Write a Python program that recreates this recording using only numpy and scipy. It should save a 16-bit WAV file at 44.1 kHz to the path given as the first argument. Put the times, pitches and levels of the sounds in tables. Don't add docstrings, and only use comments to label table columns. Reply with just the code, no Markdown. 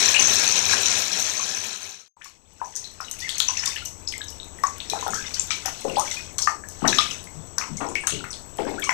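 import sys
import numpy as np
from scipy import signal
from scipy.fft import rfft, irfft
from scipy.io import wavfile

SR = 44100
rng = np.random.default_rng(int(sys.argv[2]) if len(sys.argv) > 2 else 0)


def makeup_ratio(level_db):
    decades = np.asarray(level_db, float) / 20
    return 10 ** decades


def dump_mix(stems):
    frames = np.atleast_2d(stems).T
    limited = np.clip(frames, -1, 1)
    pcm = np.round(limited * 32767).astype(np.int16)
    wavfile.write(sys.argv[1], SR, pcm)


N = 393813

# [t/s, level/dB]
STREAM_LEVEL = [
    (0.0, -15.5),
    (0.25, -18),
    (0.35, -19),
    (0.83, -20),
    (1.73, -30),
    (1.95, -39),
    (2.08, -55.5),
]
# [f/Hz, density/dB per Hz]
STREAM_COLOUR = [(35, -57), (60, -35.5), (96, -1.5), (130, -33), (160, -11), (398, -10), (458, -6),
                 (1200, -6), (1620, -8.5), (1950, -6.5), (2580, -5), (4220, -5), (4750, -4.5), (6000, 4),
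                 (16000, -44)]
# [f/Hz, width/Hz, added level/dB]
TUB_RINGS = [(1650, 160, 0), (2520, 260, -3.5), (3960, 570, -2.5)]
# [t/s, peak level/dB, f/Hz]
STREAM_BUBBLES = [
    (0.146, -8.5, 2530),
    (0.163, -12.5, 2820),
    (0.318, -23, 3830),
    (0.544, -38, 1750),
    (0.733, -16, 1590),
    (0.832, -19, 3840),
    (1.396, -28, 1090),
]
# [t/s, peak level/dB, f/Hz]
STREAM_SPITS = [(0.0287, -11, 5990), (0.0471, -18, 5600), (0.059, -6.5, 5790), (0.0903, -8, 6380),
                (0.1173, -12.5, 6400), (0.198, -6, 6220), (0.2229, -9, 6200), (0.2389, -12, 6140),
                (0.2562, -11, 5800), (0.2704, -8, 6360), (0.297, -10, 5840), (0.3951, -19, 6020),
                (0.477, -8.5, 6250), (0.493, -23, 6150), (0.5036, -21, 6230), (0.5642, -18, 6450),
                (0.5765, -14, 6070), (0.5906, -9, 6180), (0.6251, -15, 6600), (0.654, -12.5, 6180),
                (0.7135, -11, 5670), (0.7428, -15, 6500), (0.7776, -27, 5820), (0.81, -15.0, 6100),
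                (0.8323, -12, 5840), (0.861, -15.5, 5660), (0.9434, -20, 6020), (0.965, -17.5, 6000),
                (1.0398, -15, 5830), (1.1303, -11.5, 5570), (1.1974, -15, 5940), (1.2245, -14, 6300),
                (1.2433, -19.5, 5970), (1.3784, -14.5, 6300), (1.3943, -18, 6230), (1.409, -21, 6300),
                (1.4294, -17, 6340), (1.548, -17, 6180), (1.5696, -20, 5800), (1.6157, -22, 6160),
                (1.646, -25.5, 6550), (1.7598, -24, 6100), (1.8303, -25, 6270), (1.9974, -36, 6360)]
# [t/s, peak level/dB, f/Hz, ring/s]
BEADS = [(2.625, -25, 900, .012), (3.1303, -30, 6500, 0.0055), (3.2248, -35, 3540, 0.013),
         (3.355, -28.0, 6600, 0.0097), (3.4838, -13, 6000, 0.0072), (3.5054, -21, 5970, 0.0068),
         (3.594, -19.5, 5270, 0.0127), (3.57, -23, 2660, 0.0068), (3.6609, -25, 3630, 0.0068),
         (3.677, -16.5, 5650, 0.0034), (3.7044, -31, 3600, 0.016), (3.7596, -33, 1760, 0.016),
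         (3.8209, -39.5, 1404, 0.025), (3.8636, -34, 2900, 0.0069), (4.0865, -20.5, 5170, 0.0063),
         (4.1807, -22.5, 7670, 0.0018), (4.2406, -35.0, 6600, 0.009), (4.3257, -44.5, 2940, 0.013),
         (4.4312, -31.5, 3860, 0.0046), (4.4831, -42.5, 6560, 0.0049), (4.5459, -48, 6520, 0.012),
         (4.6692, -20.5, 6610, 0.0055), (4.9204, -34, 2460, 0.017), (4.9589, -37, 6690, 0.0056),
         (5.011, -25, 6400, 0.0044), (5.0252, -41, 2970, 0.0058), (5.15, -45, 3180, 0.029),
         (5.2496, -35.5, 2080, 0.013), (5.2619, -33.5, 3630, 0.015), (5.365, -38.5, 3030, 0.02),
         (5.3966, -11, 7390, 0.004), (5.985, -29, 8800, 0.0037), (6.1161, -30, 2060, 0.013),
         (6.4437, -28, 8600, 0.0034), (6.8808, -8, 5930, 0.0028), (6.8965, -25, 3390, 0.0093),
         (6.9297, -20, 3760, 0.0044), (6.9885, -12, 3680, 0.0061), (7.0183, -39, 4430, 0.0099),
         (7.1115, -26, 2880, 0.0065), (7.197, -41, 3770, 0.0094), (7.584, -9, 6070, 0.0012),
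         (7.7825, -39, 2160, 0.017), (8.039, -34, 1670, 0.0163), (8.123, -28.5, 2800, 0.0055),
         (8.2066, -35.0, 1410, 0.011), (8.6524, -37.0, 1560, 0.01), (8.6939, -39, 2145, 0.0164),
         (8.8218, -26.5, 3370, 0.005), (8.9072, -33, 2400, 0.0087)]
# [t/s, peak level/dB]
PRICKS = [(2.297, -38), (2.536, -40), (3.2055, -22), (3.4016, -9), (3.829, -35), (3.911, -32), (3.98, -37),
          (6.9665, -27), (8.079, -15), (8.28, -34), (8.424, -35), (8.651, -31), (8.711, -31), (2.6339, -40),
          (2.8404, -40), (2.8569, -40), (3.0076, -25), (3.5763, -30), (3.7454, -37), (3.7589, -21),
          (4.783, -22), (5.01, -25), (5.0639, -35), (5.0799, -15), (5.1422, -16), (5.4261, -28),
          (5.4425, -25), (5.473, -23), (5.6226, -40), (5.8965, -27), (6.1035, -22), (6.1444, -24),
          (6.343, -40), (6.3859, -17), (6.4173, -19), (6.6588, -44), (6.8799, -10), (6.9264, -32),
          (7.1038, -25), (7.886, -34), (8.695, -28), (8.9141, -25)]
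# [t/s, level/dB]
ROOM_LEVEL = [
    (2.17, -65),
    (2.7, -54),
    (3.3, -48),
    (4.6, -45.5),
    (8.93, -44.5),
]
# [f/Hz, level/dB]
WHINE = [(7732, -7), (15464, -17)]
# [f/Hz, density/dB per Hz]
HISS_COLOUR = [(100, 10), (978, 1), (2500, -19), (4600, -33), (5860, -6.5), (7900, -5), (8600, -19.5),
               (15300, -32)]
# [f/Hz, density/dB per Hz]
RUMBLE_COLOUR = [(8.8, -39), (15, 5.5), (54, 4), (91, 14.5), (124, -54), (156, -8), (200, -31), (260, -105)]
# [t/s, level/dB]
STIR_LEVEL = [(2.17, -70.5), (2.24, -45.5), (2.4, -63), (2.77, -43), (2.98, -49), (3.26, -35), (3.71, -31),
              (3.9, -51), (4.62, -48), (5.0, -33), (5.75, -36.5), (6.1, -30.5), (6.6, -60), (7.0, -25),
              (7.3, -50.5), (8.0, -47), (8.5, -51.5), (8.93, -38.5)]
# [f/Hz, density/dB per Hz]
RIPPLE_COLOUR = [(500, -25), (800, 0), (1500, 7), (3000, 8.5), (4500, 3.5), (5500, 8.5)]
# [f/Hz, density/dB per Hz]
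FIZZ_COLOUR = [(2470, -34), (4200, -5), (4840, 15), (5180, -48), (6040, 21.5), (7240, 8), (13200, -12),
               (16300, -3)]
# [t/s, peak level/dB, f/Hz, ring/s]
BIG_BUBBLES = [(2.169, -44, 946, 0.016), (2.258, -40, 1110, 0.026), (2.615, -19, 968, 0.02),
               (3.003, -19, 1233, 0.0068), (3.403, -20.5, 1340, 0.0046), (3.491, -23.5, 1018, 0.018),
               (3.631, -35, 990, 0.037), (4.637, -11.5, 1110, 0.045), (4.934, -9, 783, 0.0064),
               (5.026, -21.5, 987, 0.02), (5.064, -9, 850, 0.0049), (3.674, -29, 1086, 0.031),
               (5.134, -17.5, 1310, 0.01), (5.507, -24, 1273, 0.016), (5.655, -12, 920, 0.0017),
               (5.852, -7, 697, 0.004), (5.969, -13, 831, 0.028), (6.387, -16.5, 1350, 0.0026),
               (6.474, -9, 1193, 0.023), (6.82, -22, 760, 0.0082), (6.841, -22, 1112, 0.054),
               (6.929, -14, 1690, 0.012), (6.987, -12, 1208, 0.032), (7.581, -14, 1126, 0.0038),
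               (7.809, -10, 867, 0.0018), (8.036, -22.5, 950, 0.0061), (8.072, -13.5, 1490, 0.0039),
               (8.241, -16.5, 1350, 0.0041), (8.589, -19, 817, 0.016), (8.8915, -10.5, 1023, 0.012)]
# [t/s, peak level/dB, f/Hz, length/s]
SHOVES = [(2.244, -22, 5570, 0.033), (4.917, -28, 480, 0.09), (5.066, -32, 460, 0.12),
          (5.1, -34, 171, 0.037), (5.654, -22, 1540, 0.054), (5.847, -22, 510, 0.097),
          (5.85, -33.5, 164, .07), (5.862, -26.5, 300, 0.089), (6.825, -18.5, 294, 0.096),
          (6.829, -27.5, 170, 0.041), (6.846, -14, 670, 0.065), (7.349, -36.5, 153, 0.0432),
          (7.598, -22, 1090, 0.08), (7.696, -35.5, 239, 0.0378), (7.708, -30.5, 150, 0.043),
          (7.804, -15, 880, 0.11), (7.815, -22, 376, .12), (8.076, -13, 3370, 0.13),
          (8.12, -32.5, 156, 0.05), (8.122, -29, 336, .06), (8.587, -17, 490, 0.1), (8.59, -24, 300, .055),
          (8.661, -22.5, 316, 0.14), (8.666, -21, 750, 0.11), (8.668, -26, 1720, 0.039)]
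# [t/s, peak level/dB, f/Hz, ring/s]
DROPS = [(2.219, -33, 1710, 0.0094), (2.8435, -23, 4000, 0.0045), (3.046, -30, 3830, 0.011),
         (3.083, -27.5, 2900, 0.013), (3.346, -21.5, 4300, .009), (3.4022, 4.5, 4100, 0.0016),
         (3.487, -15, 2730, 0.0054), (4.124, -16, 3100, 0.0027), (4.138, -23.5, 2086, 0.021),
         (4.208, -28.5, 1660, 0.032), (4.2162, -19, 3730, 0.0063), (4.4, -24, 3730, 0.009),
         (4.587, -31, 1910, 0.01), (4.8027, -11.5, 3570, 0.0025), (4.9012, -13, 3900, 0.0051),
         (4.9894, -25, 3880, .009), (5.339, -24.5, 4560, 0.023), (5.5065, -19, 2345, 0.027),
         (5.8974, -23.5, 2740, 0.014), (6.0769, -27.5, 2250, 0.022), (6.169, -25.5, 2450, 0.04),
         (6.4727, -8.5, 1740, 0.0073), (6.637, -29.5, 1684, 0.022), (7.272, -32, 2070, 0.011),
         (7.5833, -18.5, 1560, 0.0084), (7.9548, -10.5, 2215, 0.017), (8.829, -21.5, 2250, 0.038),
         (8.8935, -2.5, 2100, 0.0047)]
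# [t/s, peak level/dB, f/Hz]
SPATTERS = [(3.0036, -38, 2030), (3.292, -15.5, 4560), (3.5697, -24, 2840), (3.634, -24, 2360),
            (3.6604, -15, 4600), (3.761, -20, 2880), (4.6387, -31, 1970), (8.312, -25, 5300),
            (8.33, -25, 5000), (5.506, -15, 3870), (5.6609, -27, 1830), (5.9585, -22, 4780),
            (6.112, -21, 3690), (6.385, -19.5, 4260), (6.818, -42, 2000), (6.8526, -20.5, 1490),
            (6.882, -13, 4860), (6.926, -18.5, 1720), (6.9848, -7.5, 3230), (7.1039, -26.5, 3080),
            (7.61, -23.5, 1690), (7.807, -31, 1920), (8.0693, -28, 2670), (8.126, -27, 2930),
            (8.2417, -34, 1980), (8.585, -28.5, 1800), (8.822, -24.5, 3140)]
# [t/s, peak level/dB, f/Hz]
DROPLETS = [(2.646, -31.5, 6020), (2.754, -22.5, 6500), (3.0095, -25, 5630), (3.203, -20, 5500),
            (3.2845, -23.5, 5500), (3.4867, -16.5, 5820), (3.573, -16, 5700), (3.594, -29, 5070),
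            (3.674, -17.5, 5060), (3.8564, -19.5, 6240), (4.0762, -19, 5400), (4.283, -24, 5470),
            (4.67, -26, 6750), (5.012, -30, 6200), (5.105, -20, 6560), (5.1428, -16.5, 5800),
            (5.267, -26, 5600), (5.506, -15.5, 5940), (6.074, -31, 5100), (6.1128, -17, 5880),
            (6.42, -10.5, 5400), (6.471, -31, 6340), (6.947, -15, 5960), (7.011, -22, 6360),
            (7.11, -21.5, 6060), (7.888, -27, 7500), (8.3056, -25, 5900), (8.8405, -16.5, 6300),
            (8.891, -19, 5640)]
# [t/s, peak level/dB, f/Hz, snap level/dB]
BURSTS = [(2.762, -19, 6100, -31), (3.113, -25, 6550, -23.5), (3.382, -15.5, 5510, -21),
          (3.4, -31.5, 5000, -23), (3.6578, -17, 6400, -18.5), (4.636, -23, 5700, -27),
          (4.8993, -20, 5500, -23.5), (5.3432, -18.5, 5600, -31), (5.3962, -17.5, 6500, -49),
          (5.6585, -17.5, 5730, -21.5), (5.9962, -16.5, 6350, -23), (6.383, -16, 6200, -28),
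          (6.687, -29.5, 6100, -29.5), (6.8606, -38, 6360, -37), (6.877, -11, 5780, -23),
          (6.9863, -26, 5570, -23.5), (7.583, -18, 5400, -26.5), (7.77, -24.5, 6400, -44),
          (7.953, -29.5, 4900, -31), (8.0706, -11, 6420, -24), (8.798, -33, 7200, -27.5)]
# [t/s, peak level/dB]
SNAPS = [(2.2446, -36), (3.099, -37), (3.1921, -31), (3.2926, -24.5), (3.853, -24), (4.1229, -35),
         (4.18, -34), (4.3034, -33), (5.81, -34), (5.9823, -31), (7.242, -32.5), (8.2425, -37),
         (8.494, -51), (8.572, -34)]
# [t/s, length/s, start f/Hz, end f/Hz, peak level/dB]
GLIDES = [(2.211, 0.012, 1220, 3840, -44), (3.213, 0.056, 1867, 2205, -35), (3.248, 0.032, 2290, 1740, -35),
          (5.132, 0.052, 1177, 1690, -35.5), (5.24, 0.006, 1870, 3570, -34),
          (5.513, 0.0078, 3000, 4900, -24), (5.968, 0.038, 763, 1234, -24.5),
          (7.96, 0.028, 2385, 2840, -31.5), (8.776, 0.025, 1260, 1990, -36),
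          (5.788, 0.015, 4090, 4150, -40), (5.513, 0.051, 2230, 2300, -36),
          (5.954, 0.013, 1970, 4470, -31.5), (6.843, 0.027, 1300, 1740, -29),
          (5.809, 0.0035, 8500, 9000, -35), (5.997, 0.0029, 7600, 9200, -24),
          (2.849, .012, 3670, 4560, -37), (4.074, 0.0044, 5160, 5250, -23), (2.598, 0.01, 1510, 1450, -50),
          (5.165, 0.06, 1480, 1700, -40), (6.0, 0.028, 1110, 1310, -34), (7.123, 0.04, 2560, 2640, -47),
          (8.125, .06, 2700, 3050, -39), (8.006, .008, 8100, 9200, -39), (8.832, 0.018, 1020, 1550, -38),
          (8.869, 0.012, 990, 1220, -32.5), (8.871, 0.0088, 2900, 3010, -37)]
# [f/Hz, time to fall 60 dB/s]
ECHO_T60 = [(200, 0.57), (1000, 0.21), (3000, 0.28), (6000, 0.33), (9000, 0.23), (13000, 0.26)]

STREAM_ENDS_S, DUCKLINGS_START_S = 2.082, 2.166
BEAD_SWELL_SHARE = 0.2
SPIT_RING_S, SPIT_DB = 0.007, -4
RIPPLE_DB, FIZZ_DB, FIZZ_FOLLOWS = -10, -6.5, 0.78
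RIPPLE_WAKE_DB, FIZZ_WAKE_DB = -36, -26
WAKE_RISE_S, WAKE_DIES_S = 0.0063, 0.056
DROPLET_CYCLES, BURST_CYCLES = 28, 13.5
TICKS_PER_S, TICK_DB, TICK_SPREAD_DB = 22.0, -53, 4.0
FLUTTER_S, FLUTTER_DB, FLUTTER_SHARE = 0.005, 3.5, 0.025


def rms_one(x):
    return x / np.sqrt(np.mean(x ** 2) + 1e-20)


def in_time(rows):
    s, *columns = np.transpose(rows)
    return [np.interp(np.arange(N) / SR, s, column) for column in columns]


def at_hz(points, hz):
    points_hz, values = np.transpose(points)
    return np.interp(np.log(hz), np.log(points_hz), values)


def coloured(spectrum):
    hz = np.arange(N // 2 + 1) * SR / N + 1
    white = rfft(rng.standard_normal(N))
    return rms_one(irfft(white * makeup_ratio(at_hz(spectrum, hz)), N))


def drift(rate):
    knots = rng.standard_normal(400)
    return np.interp(np.arange(N) / SR * rate, np.arange(400), knots)


def add(out, s, sound):
    i = round(s * SR)
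    out[i:i + len(sound)] += sound[:N - i]


def tub(x, wet_db, build_s=0.0004):
    t = np.arange(SR // 2) / SR
    hz, frame_s, cells = signal.stft(rng.standard_normal(len(t)), SR, nperseg=128)
    decay_db = -60 * frame_s / at_hz(ECHO_T60, hz + 1)[:, None]
    tail = signal.istft(cells * makeup_ratio(decay_db), SR)[1][:len(t)]
    tail = tail * np.clip(t / build_s, 0, 1)
    tail = tail / np.sqrt(np.sum(tail ** 2))
    return x + makeup_ratio(wet_db) * signal.fftconvolve(x, tail)[:len(x)]


def froth(spectrum, per_s, cycles, spread_db, wet_db, count=30, size=N, biggest=4.36):
    sizes = makeup_ratio(spread_db * np.minimum(rng.exponential(1, size), biggest))
    sizes = sizes * rng.choice([-1, 1], size)
    born = rng.random(size) < per_s * makeup_ratio(3.0 * drift(30)[:size]) / SR
    dealt = rng.integers(0, count, size)
    out = 0
    for k, hz in enumerate(np.geomspace(spectrum[0][0], spectrum[-1][0], count)):
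        r = makeup_ratio(-60 * hz / (cycles * SR))
        w = 2 * np.pi * hz / SR
        resonance = [0, np.sin(w), 0, 1, -2 * r * np.cos(w), r * r]
        rings = signal.sosfilt([resonance, resonance], sizes * born * (dealt == k) + 1e-18)
        out = out + rings * hz ** 2 * makeup_ratio(at_hz(spectrum, hz))
    return rms_one(tub(out, wet_db))


def bubble(peak_db, hz, ring_s, rise=0.04):
    ring_s = np.clip(ring_s, 0.001, 0.2)
    t = np.arange(round(ring_s * SR * 2)) / SR
    swell = np.sin(np.pi / 2 * np.clip(t / (0.00019 + 1.15 / hz), 0, 1)) ** 2
    cycles = hz * (t + rise * t ** 2 / (2 * ring_s))
    return makeup_ratio(peak_db) * swell * makeup_ratio(-30 * t / ring_s) * np.sin(2 * np.pi * cycles)


def tap():
    level_db, = in_time(STREAM_LEVEL)
    quarter = N // 4
    water = froth(STREAM_COLOUR, per_s=4000, cycles=14, spread_db=3, wet_db=-2,
                  count=64, size=quarter, biggest=2.7)
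    water = np.pad(water, (0, N - quarter)) + makeup_ratio(-8) * coloured(STREAM_COLOUR)
    water += sum(makeup_ratio(db) * signal.lfilter(*signal.iirpeak(hz, hz / width_hz, SR), water)
                 for hz, width_hz, db in TUB_RINGS)
    gusts = makeup_ratio(2.2 * drift(9.7) + 4.6 * drift(45))
    airy = signal.butter(2, 10500, "high", fs=SR, output="sos")
    water += makeup_ratio(-17.5) * gusts * signal.sosfilt(airy, rng.standard_normal(N))
    water *= gusts ** 0.15
    louder = np.zeros(N)
    for s, db, hz in STREAM_BUBBLES:
        add(louder, s, bubble(db, hz, ring_s=0.011))
    return makeup_ratio(level_db - 5.5) * water + tub(louder, wet_db=4.5)


def beads():
    out = np.zeros(N)
    spits = [(s, db + SPIT_DB, hz, SPIT_RING_S) for s, db, hz in STREAM_SPITS]
    for s, db, hz, ring_s in BEADS + spits:
        t = np.arange(round(np.clip(ring_s, 0.001, 0.1) * SR * 2)) / SR
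        rise = t / (BEAD_SWELL_SHARE * ring_s)
        add(out, s - 0.0006, makeup_ratio(db) * rise * np.exp(1 - rise) * np.sin(2 * np.pi * hz * t))
    click = np.eye(1, 64)[0]
    prick = signal.sosfilt(signal.butter(2, [5000, 14000], "band", fs=SR, output="sos"), click)
    for s, db in PRICKS:
        add(out, s, makeup_ratio(db + 5) * prick)
    return tub(out, wet_db=-8, build_s=0.017)


def room_tone():
    level_db, = in_time(ROOM_LEVEL)
    t = np.arange(N) / SR
    whine = sum(np.sqrt(2) * makeup_ratio(db) * np.sin(2 * np.pi * hz * t) for hz, db in WHINE)
    hiss = makeup_ratio(-3) * coloured(HISS_COLOUR)
    return makeup_ratio(level_db - 7) * coloured(RUMBLE_COLOUR) + makeup_ratio(level_db) * (whine + hiss)


def wake(events, under_db):
    kicks = np.zeros(N)
    for s, db, *_ in events:
        kicks[round(s * SR)] += makeup_ratio(db + under_db)
    for time_s in (WAKE_RISE_S, WAKE_DIES_S):
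        r = np.exp(-1 / (time_s * SR))
        kicks = signal.lfilter([1 - r], [1, -r], kicks + 1e-18)
    return kicks * WAKE_DIES_S * SR


def stirred_water():
    ripple = froth(RIPPLE_COLOUR, per_s=3500, cycles=15, spread_db=4.5, wet_db=-3, count=24)
    fizz = froth(FIZZ_COLOUR, per_s=3000, cycles=11, spread_db=2.8, wet_db=-3, count=18)
    stir_db, = in_time(STIR_LEVEL)
    fizz_db = FIZZ_FOLLOWS * (stir_db + 46.5) - 49.5 + FIZZ_DB
    ripple_gain = makeup_ratio(stir_db + RIPPLE_DB) + wake(SPATTERS + SHOVES, RIPPLE_WAKE_DB)
    fizz_gain = makeup_ratio(fizz_db) + wake(DROPLETS + BURSTS, FIZZ_WAKE_DB)
    return ripple_gain * ripple + fizz_gain * fizz


def splash(peak_db, hz, ring_s, spray_db, octaves, spread_s, cycles=12.7, fade_db=16.0, count=7):
    out = np.zeros(SR // 2)
    add(out, 0, bubble(peak_db, hz, ring_s))
    for late, detune, size in rng.random((count, 3)):
        spray_hz = np.clip(hz * 2 ** (octaves * (2 * detune - 0.8)), 120, 9000)
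        db = peak_db + spray_db - fade_db * late - 7 * size
        add(out, spread_s * late ** 1.5, bubble(db, spray_hz, cycles / spray_hz))
    return out


def film_snaps():
    out = np.zeros(N)
    snaps = SNAPS + [(s, snap_db) for s, _, _, snap_db in BURSTS]
    first_s, span_s = 2.6, 6.2
    when, size = rng.random((round(TICKS_PER_S * span_s), 2)).T
    tick_db = TICK_DB - TICK_SPREAD_DB * np.log(1 - 0.95 * size)
    snaps = snaps + list(zip(first_s + span_s * when, tick_db))
    shape = makeup_ratio(-30 * abs(np.arange(200) - 30) / (0.0022 * SR))
    puffs = rng.standard_normal((len(snaps), 200)) * shape
    film = signal.butter(2, [3500, 13000], "band", fs=SR, output="sos")
    for (s, db), puff in zip(snaps, signal.sosfilt(film, puffs)):
        add(out, s - 0.0007, makeup_ratio(db + 1.5) * puff)
    return out


def paddling():
    out, fine = np.zeros((2, N))
    for s, db, hz, ring_s in BIG_BUBBLES:
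        add(out, s, splash(db + 0.5, hz, ring_s, spray_db=-8, octaves=0.7, spread_s=0.06))
    for s, db, hz, length_s in SHOVES:
        add(out, s, splash(db, hz, 2.5 / hz, spray_db=2, octaves=0.42, spread_s=1.1 * length_s,
                           cycles=5.8, fade_db=10.5, count=22))
    for s, db, hz, ring_s in DROPS:
        add(out, s, splash(db - 2, hz, ring_s, spray_db=-5.5, octaves=0.66, spread_s=0.029))
    for s, db, hz in SPATTERS:
        add(out, s, splash(db - 2.5, hz, ring_s=0.0064, spray_db=10, octaves=0.68, spread_s=0.05))
    for s, db, hz in DROPLETS:
        add(fine, s, splash(db, hz, DROPLET_CYCLES / hz, spray_db=4, octaves=0.32, spread_s=0.04, cycles=21))
    for s, db, hz, _ in BURSTS:
        add(fine, s, splash(db + 8, hz, BURST_CYCLES / hz, spray_db=5.5, octaves=0.37,
                            spread_s=0.042, cycles=6.6))
    near = film_snaps()
    close_by = tub(fine + 0.8 * near, wet_db=-1, build_s=0.0013) + 0.32 * near
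    return tub(out, wet_db=-3, build_s=0.012) + close_by


def pockets():
    out = np.zeros(N)
    flutters = rng.standard_normal((len(GLIDES), 2, 24))
    for (s, length_s, start_hz, end_hz, db), flutter in zip(GLIDES, flutters):
        t = np.arange(round(length_s * SR)) / SR
        swell, waver = (np.interp(t / FLUTTER_S, np.arange(24), knots) for knots in flutter)
        pitch_hz = start_hz * (end_hz / start_hz) ** (t / length_s) * (1 + FLUTTER_SHARE * waver)
        shape = makeup_ratio(db + FLUTTER_DB * swell) * np.sin(np.pi * t / length_s) ** 0.5
        add(out, s, shape * np.sin(2 * np.pi * np.cumsum(pitch_hz) / SR))
    return tub(out, wet_db=-3, build_s=0.012)


def scene():
    t = np.arange(N) / SR
    stream = tap() * (t < STREAM_ENDS_S)
    small_sounds = beads()
    ducklings = (room_tone() + stirred_water() + paddling()) * (t >= DUCKLINGS_START_S)
    heard = stream + small_sounds + ducklings + pockets()
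    notch_hz, notch_width_hz = 4840, 400
    b, a = signal.iirpeak(notch_hz, notch_hz / notch_width_hz, SR)
    heard = heard - signal.lfilter(b, a, heard)
    return 2 * heard * [[1], [0]]


def roll_off(x):
    return signal.sosfilt(signal.butter(12, 16450, fs=SR, output="sos"), x)


def record(dry):
    top_cut = signal.cheby2(12, 50, 15900, fs=SR, output="sos")
    mix = np.clip(signal.sosfilt(top_cut, dry), -1, 1)
    return roll_off(mix)


dry = scene()
out = record(dry)
dump_mix(out)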